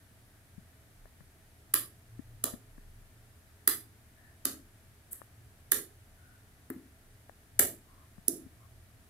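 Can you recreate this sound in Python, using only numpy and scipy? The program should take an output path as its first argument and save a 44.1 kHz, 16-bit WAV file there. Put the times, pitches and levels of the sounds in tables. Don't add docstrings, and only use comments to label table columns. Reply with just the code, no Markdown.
import sys
import numpy as np
from scipy import signal
from scipy.io import wavfile
from scipy.ndimage import uniform_filter1d, minimum_filter1d

SR = 44100
rng = np.random.default_rng(int(sys.argv[2]) if len(sys.argv) > 2 else 0)


def unload_wav(signal):
    wavfile.write(
        sys.argv[1],
        SR,
        np.round(np.clip(np.atleast_2d(signal).T, -1, 1) * 32767).astype(np.int16),
    )


N = 400869

# pitch_hz, level_db (per Hz)
AIR_SPECTRUM = [(110, -2.5), (160, -8), (220, -6), (330, -10), (410, -15.5), (520, -15.5), (650, -12),
                (950, -19.5), (1700, -14.5), (2500, -20.5), (6000, -24.5), (8000, -23), (10800, -20.5),
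                (13500, -23.5), (15500, -41.5), (17000, -50)]
# pitch_hz, likeness (0 to 1)
HISS_LIKENESS = [(60, 0.48), (180, 0.97), (550, 0.7), (1650, 0.051), (4970, 0.025), (15000, 0.02)]
# pitch_hz, pan_db
HISS_LEANING = [(60, 2), (150, 1.5), (380, -2), (950, 4.5), (2380, 2.5), (5980, -1), (15000, -3.5)]
AIR_DB = -63.5
# pitch_hz, width_hz, level_db (rms)
LOWS_AT_REST = [(29, 11, -69), (79.4, 60.5, -62.5), (113.63, 8.2, -68)]
# middle_s, length_s, rumble_rise_db, lower_hum_rise_db, upper_hum_rise_db
LOW_SWELLS = [(1.044, 0.23, 15, -4, 3.6), (1.783, 0.21, 3, -3, 8.9), (2.316, 0.67, 9, 5, 19.2),
              (2.928, 0.69, 18, 4.5, 5.2), (5.424, 0.26, -11, 7, 2.8), (7.09, 0.4, 7, -2.5, 0.82),
              (7.62, 0.3, 6.5, 4, 16.5), (8.86, 1, 3, 3, 4.5)]
# pitch_hz, width_hz, level_db (rms)
DRONES = [(420, 19, -81), (652.4, 16, -81.5)]
# start_s, level_db (peak of the plain knock, average of both sides), pitch_hz,
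# pan_db, tick_db (relative to the knock)
GRIP_KNOCKS = [(0.576, -42.5, 190, 28, -23), (1.053, -54, 656, 29, -0.5), (1.203, -50, 151, 25, -5),
               (2.189, -35.5, 264, 33, -21), (2.534, -35.5, 240, 21, -15), (2.777, -48, 260, 26, -7.5),
               (5.214, -39, 1150, 29, -7.5), (6.759, -38.5, 252, -3, -24), (7.292, -47, 730, 31, -2),
               (8.178, -45.5, 184, 18, -11), (8.46, -45.5, 238, 23, -21)]
KNOCK_CYCLES = 4.6
# pitch_hz, level_db (relative), t60_s (time to die 60 dB)
DOME_MODES = [(6570, -22, 0.00078), (6900, -1, 0.0023), (7950, 4, 0.0014), (9700, 0.5, 0.0013),
              (11160, -6.5, 0.0016), (10810, 0.5, 0.0019), (12550, -5.5, 0.0014), (14600, -1.5, 0.0026),
              (14870, 3, 0.0008), (14670, -10.5, 0.003)]
CAP_MODES = [(2650, 1, 0.0028), (3220, 0.5, 0.0056), (3860, -4, 0.011), (4520, -1, 0.0076),
             (5640, 4, 0.0022)]
BOARD_MODES = [(910, -25, 0.007), (1154, -0.5, 0.0081), (1523, 3.5, 0.018), (1725, 2, 0.015),
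               (2005, 2.5, 0.018)]
BOARD_LOW_MODES = [(540, 3.2, 0.0084), (760, -8.5, 0.019)]
TABLE_MODES = [(121, -1, 0.02), (268.4, 8, 0.098), (285.5, 10, 0.023), (314, 5, 0.12), (352, 1.5, 0.061),
               (406.5, -1.05, 0.096)]
# snap_s, pan_db, dome_db, dome_tilt (dB per octave), dome_pitch (factor),
# cap_db, cap_tilt (dB per octave), cap_pitch (factor),
# board_db, board_tilt (dB per octave), board_pitch (factor), low_db, low_pitch (factor, low board modes),
# table_db, region_hz (favoured on the table), room_db of button, of board, of table,
# lead_ms (rising crackle before the snap), crackle_db (relative to the snap), second_db (second snap to first)
PRESS_SNAPS = [(1.7398, -9, -8, 8.5, 0.97, -26.5, -4.3, 1.04, -35, -13, 1.04, -45, 0.88, -39, 300, -6.5, 1.5, -6, 3.17, -1.5, -3),
               (3.6762, -12.5, -4.5, 8, 1.03, -25, 3.5, 1.07, -35.5, 0.5, 1.016, -59, 1.5, -35, 320, -7.5, 0.5, -7.5, 2.9, -3, -5),
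               (5.7187, -8, -8.5, 3.5, 0.978, -28.5, 0.5, 1.15, -37.5, 4.5, 1.035, -45, 0.95, -36, 360, -6, 0, 0.5, 5.0, -2.5, -1),
               (7.5937, 1, -1, 5.5, 0.95, -22.5, 2, 1.04, -34.5, 8, 1.075, -29, 1.14, -31, 320, -9, -3.5, -2, 3.3, -4, -1)]
RELEASE_SNAPS = [(2.4400, -4.5, -17, 2, 0.98, -35, 2.5, 1.05, -44.5, -23, 1.05, -39, 1.01, -36.5, 242, -4.5, 2.5, -7.5, 3.0, -2, -3.5),
                 (4.4537, -5.5, -16, 0.66, 0.96, -33.5, 10, 0.967, -44, -11, 1.026, -50, 1.06, -38, 234, -4, 3.5, -3, 4.5, -4.5, -9),
                 (5.1304, -6, -29.5, 2.7, 1.1, -66, 0.1, 1.2, -70, 2, 1.02, -70, 0.94, -67, 260, -4.5, 5, -3, 24, 2, -4),
                 (6.7015, -5, -40, 19, 0.99, -67, 3, 0.96, -51, -2, 1.03, -58, 1.4, -34.5, 272, -10.5, -5.5, -7, 1.2, 6, -5),
                 (8.2818, -9, -13, 0.5, 0.97, -40.5, 11, 1.18, -59, -16, 1.08, -47.5, 1.01, -31, 287, -9, 2, -3.5, 3.7, -10, -4)]
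SECOND_SNAP_MS, CRACKLE_PAN_DB = 1.65, 14
BOARD_PAN_DB = 1
TABLE_REGION_HZ = 187
BOUNCES_MS = (0.09, 0.16, 0.25)
# pitch_hz, width_hz, level_db (negative is a dip)
HAND_SHADOW = (7400, 3600, -5)
# pitch_hz, width_hz, boost_db
LEFT_PORT = (1120, 1060, 10.06)
RIGHT_PORT = (11170, 3600, 11.9)
# pitch_hz, t60_s
ROOM_T60 = [(150, 0.43), (400, 0.28), (1200, 0.2), (4000, 0.22), (10000, 0.22), (16000, 0.19)]
# pitch_hz, likeness (0 to 1)
TAIL_LIKENESS = [(200, 0.93), (500, 1), (1200, 0.24), (4000, 0.26)]
# pitch_hz, left_db, right_db
TAIL_COLOUR = [(300, -1.5, -1.5), (915, 0.8, 7.2), (1684, -3, 0.1), (3300, 2, 8), (5400, 0.9, 2.5),
               (8500, -3, -8.6), (10800, -5, -1.5), (15000, -2.5, -2)]
# start_s, length_s, pitch_hz, level_db (rms at full swell, before panning)
FAR_TONES = [(4.155, 0.19, 1750, -66), (6.156, 0.29, 1474, -67), (7.86, 0.22, 1080, -66.5),
             (8.594, 0.075, 1100, -67)]
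CUTOFF_HZ = 17050


def from_db(db):
    return 10 ** (np.asarray(db) / 20)


def rms_one(x):
    return x / np.sqrt(np.mean(x ** 2) + 1e-20)


def at_hz(points, hz):
    points = np.array(points)
    return np.interp(np.log(hz), np.log(points[:, 0]), points[:, 1])


def sides(pan_db):
    return from_db(np.multiply.outer([.5, -.5], pan_db))


def ring(clicks, hz, t60):
    decay = from_db(-60 / (t60 * SR))
    w = 2 * np.pi * hz / SR
    feedback = [1, -2 * decay * np.cos(w), decay * decay]
    return signal.lfilter([0, np.sin(w)], feedback, clicks + 1e-18)


def resonance(x, hz, width_hz):
    r = np.exp(-np.pi * width_hz / SR)
    feedback = [1, -2 * r * np.cos(2 * np.pi * hz / SR), r * r]
    return signal.lfilter(np.array([1, 0, -1]) * (1 - r * r) / 2, feedback, x)


def bands(white, low_hz):
    count = int(3 * np.log2(18000 / low_hz)) + 1
    edges = low_hz * 2 ** (np.arange(count) / 3)
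    for k, (low, high) in enumerate(zip(edges, edges[1:])):
        band = signal.butter(2, [low, high], "band", fs=SR, output="sos")
        yield np.sqrt(low * high), signal.sosfilt(band, white[k % 2])


def hiss():
    out = 0
    for hz, (mid, side) in bands(rng.standard_normal((2, 2, N)), 120.0):
        alike = np.clip(at_hz(HISS_LIKENESS, hz), 0, 1)
        pair = np.sqrt(1 + alike) * mid + np.sqrt(1 - alike) * side * [[1], [-1]]
        out = out + from_db(at_hz(AIR_SPECTRUM, hz)) * sides([at_hz(HISS_LEANING, hz)]) * pair
    return from_db(AIR_DB) * rms_one(out)


def lows():
    middle_s, length_s, *rises_db = np.transpose(LOW_SWELLS)
    place = (np.arange(N) / SR - middle_s[:, None]) / length_s[:, None]
    bells = np.cos(np.pi * np.clip(place, -.5, .5)) ** 2
    out = 0
    for rise_db, (hz, width_hz, rest_db) in zip(rises_db, LOWS_AT_REST):
        noise = resonance(rng.standard_normal((2, N)), hz, width_hz)
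        mid, side = resonance(noise, hz, 0.53 * width_hz)
        pair = rms_one(mid + 0.15 * side * [[1], [-1]])
        out = out + from_db(rest_db + rise_db @ bells) * pair
    return out


def drones():
    out = 0
    for hz, width_hz, level_db in DRONES:
        band = resonance(resonance(rng.standard_normal(N), hz, width_hz), hz, width_hz)
        out = out + from_db(level_db) * rms_one(band)
    return out


def knocks():
    out = np.zeros((2, N))
    for start_s, peak_db, hz, pan_db, tick_db in GRIP_KNOCKS:
        t60 = KNOCK_CYCLES / hz
        click = np.zeros(SR // 5)
        click[round(.003 * SR)] = 1
        knock = ring(ring(click, hz, t60), hz, t60)
        tick = ring(click, 1760, 0.016) - ring(click, 1080, 0.0096) + ring(click, 600, 0.017)
        knock = knock / np.abs(knock).max() + from_db(tick_db) * tick
        left_right = sides(pan_db) / np.mean(sides(pan_db))
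        start = round(start_s * SR)
        out[:, start:start + len(click)] += from_db(peak_db) * np.outer(left_right, knock)
    return out


def crackle_clicks(t, lead):
    crackle = rng.standard_normal((2, len(t))) * (rng.random((2, len(t))) < .3)
    crackle = crackle * np.where(t < lead, t / lead, from_db(-60 * (t - lead) / (0.01104 * SR)))
    return crackle / np.sqrt(np.sum(crackle ** 2, axis=1, keepdims=True) + 1e-9)


def struck(modes, level_db, spread_db, tilt_db=0, pitch=1, crackle_share=1):
    out, t = np.zeros((len(level_db), 2, SR // 3)), np.arange(SR // 3)
    middle_hz = np.exp(np.mean(np.log(np.array(modes)[:, 0])))
    each = np.ones(len(level_db))
    snaps = PRESS_SNAPS + RELEASE_SNAPS
    for sound, row, db, tilt, factor in zip(out, snaps, level_db, tilt_db * each, pitch * each):
        *_, lead_ms, crackle_db, second_db = row
        lead = round(lead_ms * SR / 1000)
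        second = lead + round(SECOND_SNAP_MS * SR / 1000)
        crackle = crackle_clicks(t, lead)
        for k, (hz, mode_db, t60) in enumerate(modes):
            blow = crackle_share * from_db(crackle_db) * crackle * sides([CRACKLE_PAN_DB])
            snap_db = np.array([0, second_db]) + spread_db * rng.standard_normal((2, 2))
            blow[:, [lead, second]] = from_db(snap_db)
            gain = (-1) ** k * from_db(db + mode_db + tilt * np.log2(hz / middle_hz))
            sound += gain * ring(blow, hz * factor, t60)
    return out


def smeared(x):
    for ms in BOUNCES_MS:
        loop = np.zeros(round(ms * SR / 1000) + 1)
        loop[[0, -1]] = 1, -.6
        x = signal.lfilter(loop[::-1], loop, x)
    return x


def room(x):
    t = np.arange(x.shape[-1]) / SR
    uneven = from_db(3.0 * rng.standard_normal(x.shape))
    lumpy = uneven * (rng.random(x.shape) < .03 + 4 * t)
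    tail = 0
    for hz, pair in bands(rng.standard_normal((2, *x.shape)) * lumpy, 92.2):
        early = np.mean(pair[..., :SR // 10] ** 2, axis=2, keepdims=True)
        pair = pair * np.sqrt(np.mean(early) / early)
        alike = np.clip(at_hz(TAIL_LIKENESS, hz), 0, 1)
        right = alike * pair[:, 0] + np.sqrt(1 - alike ** 2) * pair[:, 1]
        pair = np.stack([pair[:, 0], right], axis=1)
        colour_db = [[at_hz(np.delete(TAIL_COLOUR, other, axis=1), hz)] for other in (2, 1)]
        tail = tail + pair * from_db(colour_db - 60 * t / at_hz(ROOM_T60, hz))
    tail = tail * np.clip(t / 0.00373, 0, 1)
    tail = tail * from_db(-4.0 * (t / 0.32) ** 4)
    tail = tail / np.sqrt(np.mean(np.sum(tail ** 2, axis=2)))
    return signal.fftconvolve(x, tail, axes=2)[..., :len(t)]


def through_port(x, port):
    hz, width_hz, boost_db = port
    return x + (from_db(boost_db) - 1) * resonance(x, hz, width_hz)


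def buttons():
    (snap_s, pan_db, dome_db, dome_tilt, dome_pitch, cap_db, cap_tilt, cap_pitch, board_db, board_tilt, board_pitch,
     low_db, low_pitch, table_db, region_hz, *room_db, lead_ms, _, _) = np.transpose(PRESS_SNAPS + RELEASE_SNAPS)
    dome = smeared(struck(DOME_MODES, dome_db, spread_db=1.5, tilt_db=dome_tilt, pitch=dome_pitch))
    no_lows = signal.butter(4, 4500, "high", fs=SR, output="sos")
    dome = signal.sosfilt(no_lows, dome)
    button = dome + struck(CAP_MODES, cap_db, spread_db=1.5, tilt_db=cap_tilt, pitch=cap_pitch)
    board = struck(BOARD_MODES, board_db, spread_db=2.0, tilt_db=board_tilt, pitch=board_pitch, crackle_share=0.2)
    board = board + struck(BOARD_LOW_MODES, low_db, spread_db=4.0, pitch=low_pitch, crackle_share=0)
    table = struck(TABLE_MODES, table_db, spread_db=.6, crackle_share=0)
    table = np.array([resonance(x, hz, TABLE_REGION_HZ) for x, hz in zip(table, region_hz)])

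    hz, width_hz, shade_db = HAND_SHADOW
    shade = (from_db(shade_db) - 1) * resonance(button, hz, width_hz) * [[0], [1]]
    direct = (button + shade) * sides(pan_db).T[..., None] + board * sides([BOARD_PAN_DB]) + table
    to_room = sum(from_db(db)[:, None, None] * x for db, x in zip(room_db, (button, board, table)))
    snaps = direct + room(to_room)

    air = np.zeros((2, N))
    starts = np.round((snap_s - lead_ms / 1000) * SR).astype(int)
    for start, snap in zip(starts, snaps):
        air[:, start:start + snap.shape[1]] += snap
    air[1] = np.roll(air[1], -1)
    return np.array([through_port(x, port) for x, port in zip(air, (LEFT_PORT, RIGHT_PORT))])


def far_tones():
    out, t = np.zeros((2, N)), np.arange(N) / SR
    for start_s, length_s, hz, level_db in FAR_TONES:
        tone = rms_one(resonance(resonance(rng.standard_normal((2, N)), hz, 200), hz, 200))
        arch = np.sin(np.pi * np.clip((t - start_s) / length_s, 0, 1)).clip(0)
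        out += from_db(level_db) * tone * np.sqrt(arch) * sides([5.0])
    return out


def scene():
    return buttons() + knocks() + far_tones() + lows() + drones() + hiss()


def record(dry):
    top = .7
    allowed = minimum_filter1d(top / np.maximum(np.abs(dry), top), size=61, axis=1)
    held = dry * uniform_filter1d(allowed, size=31, axis=1)
    return signal.sosfilt(signal.cheby2(14, 90, CUTOFF_HZ, fs=SR, output="sos"), held)


dry = scene()
out = record(dry)
unload_wav(out)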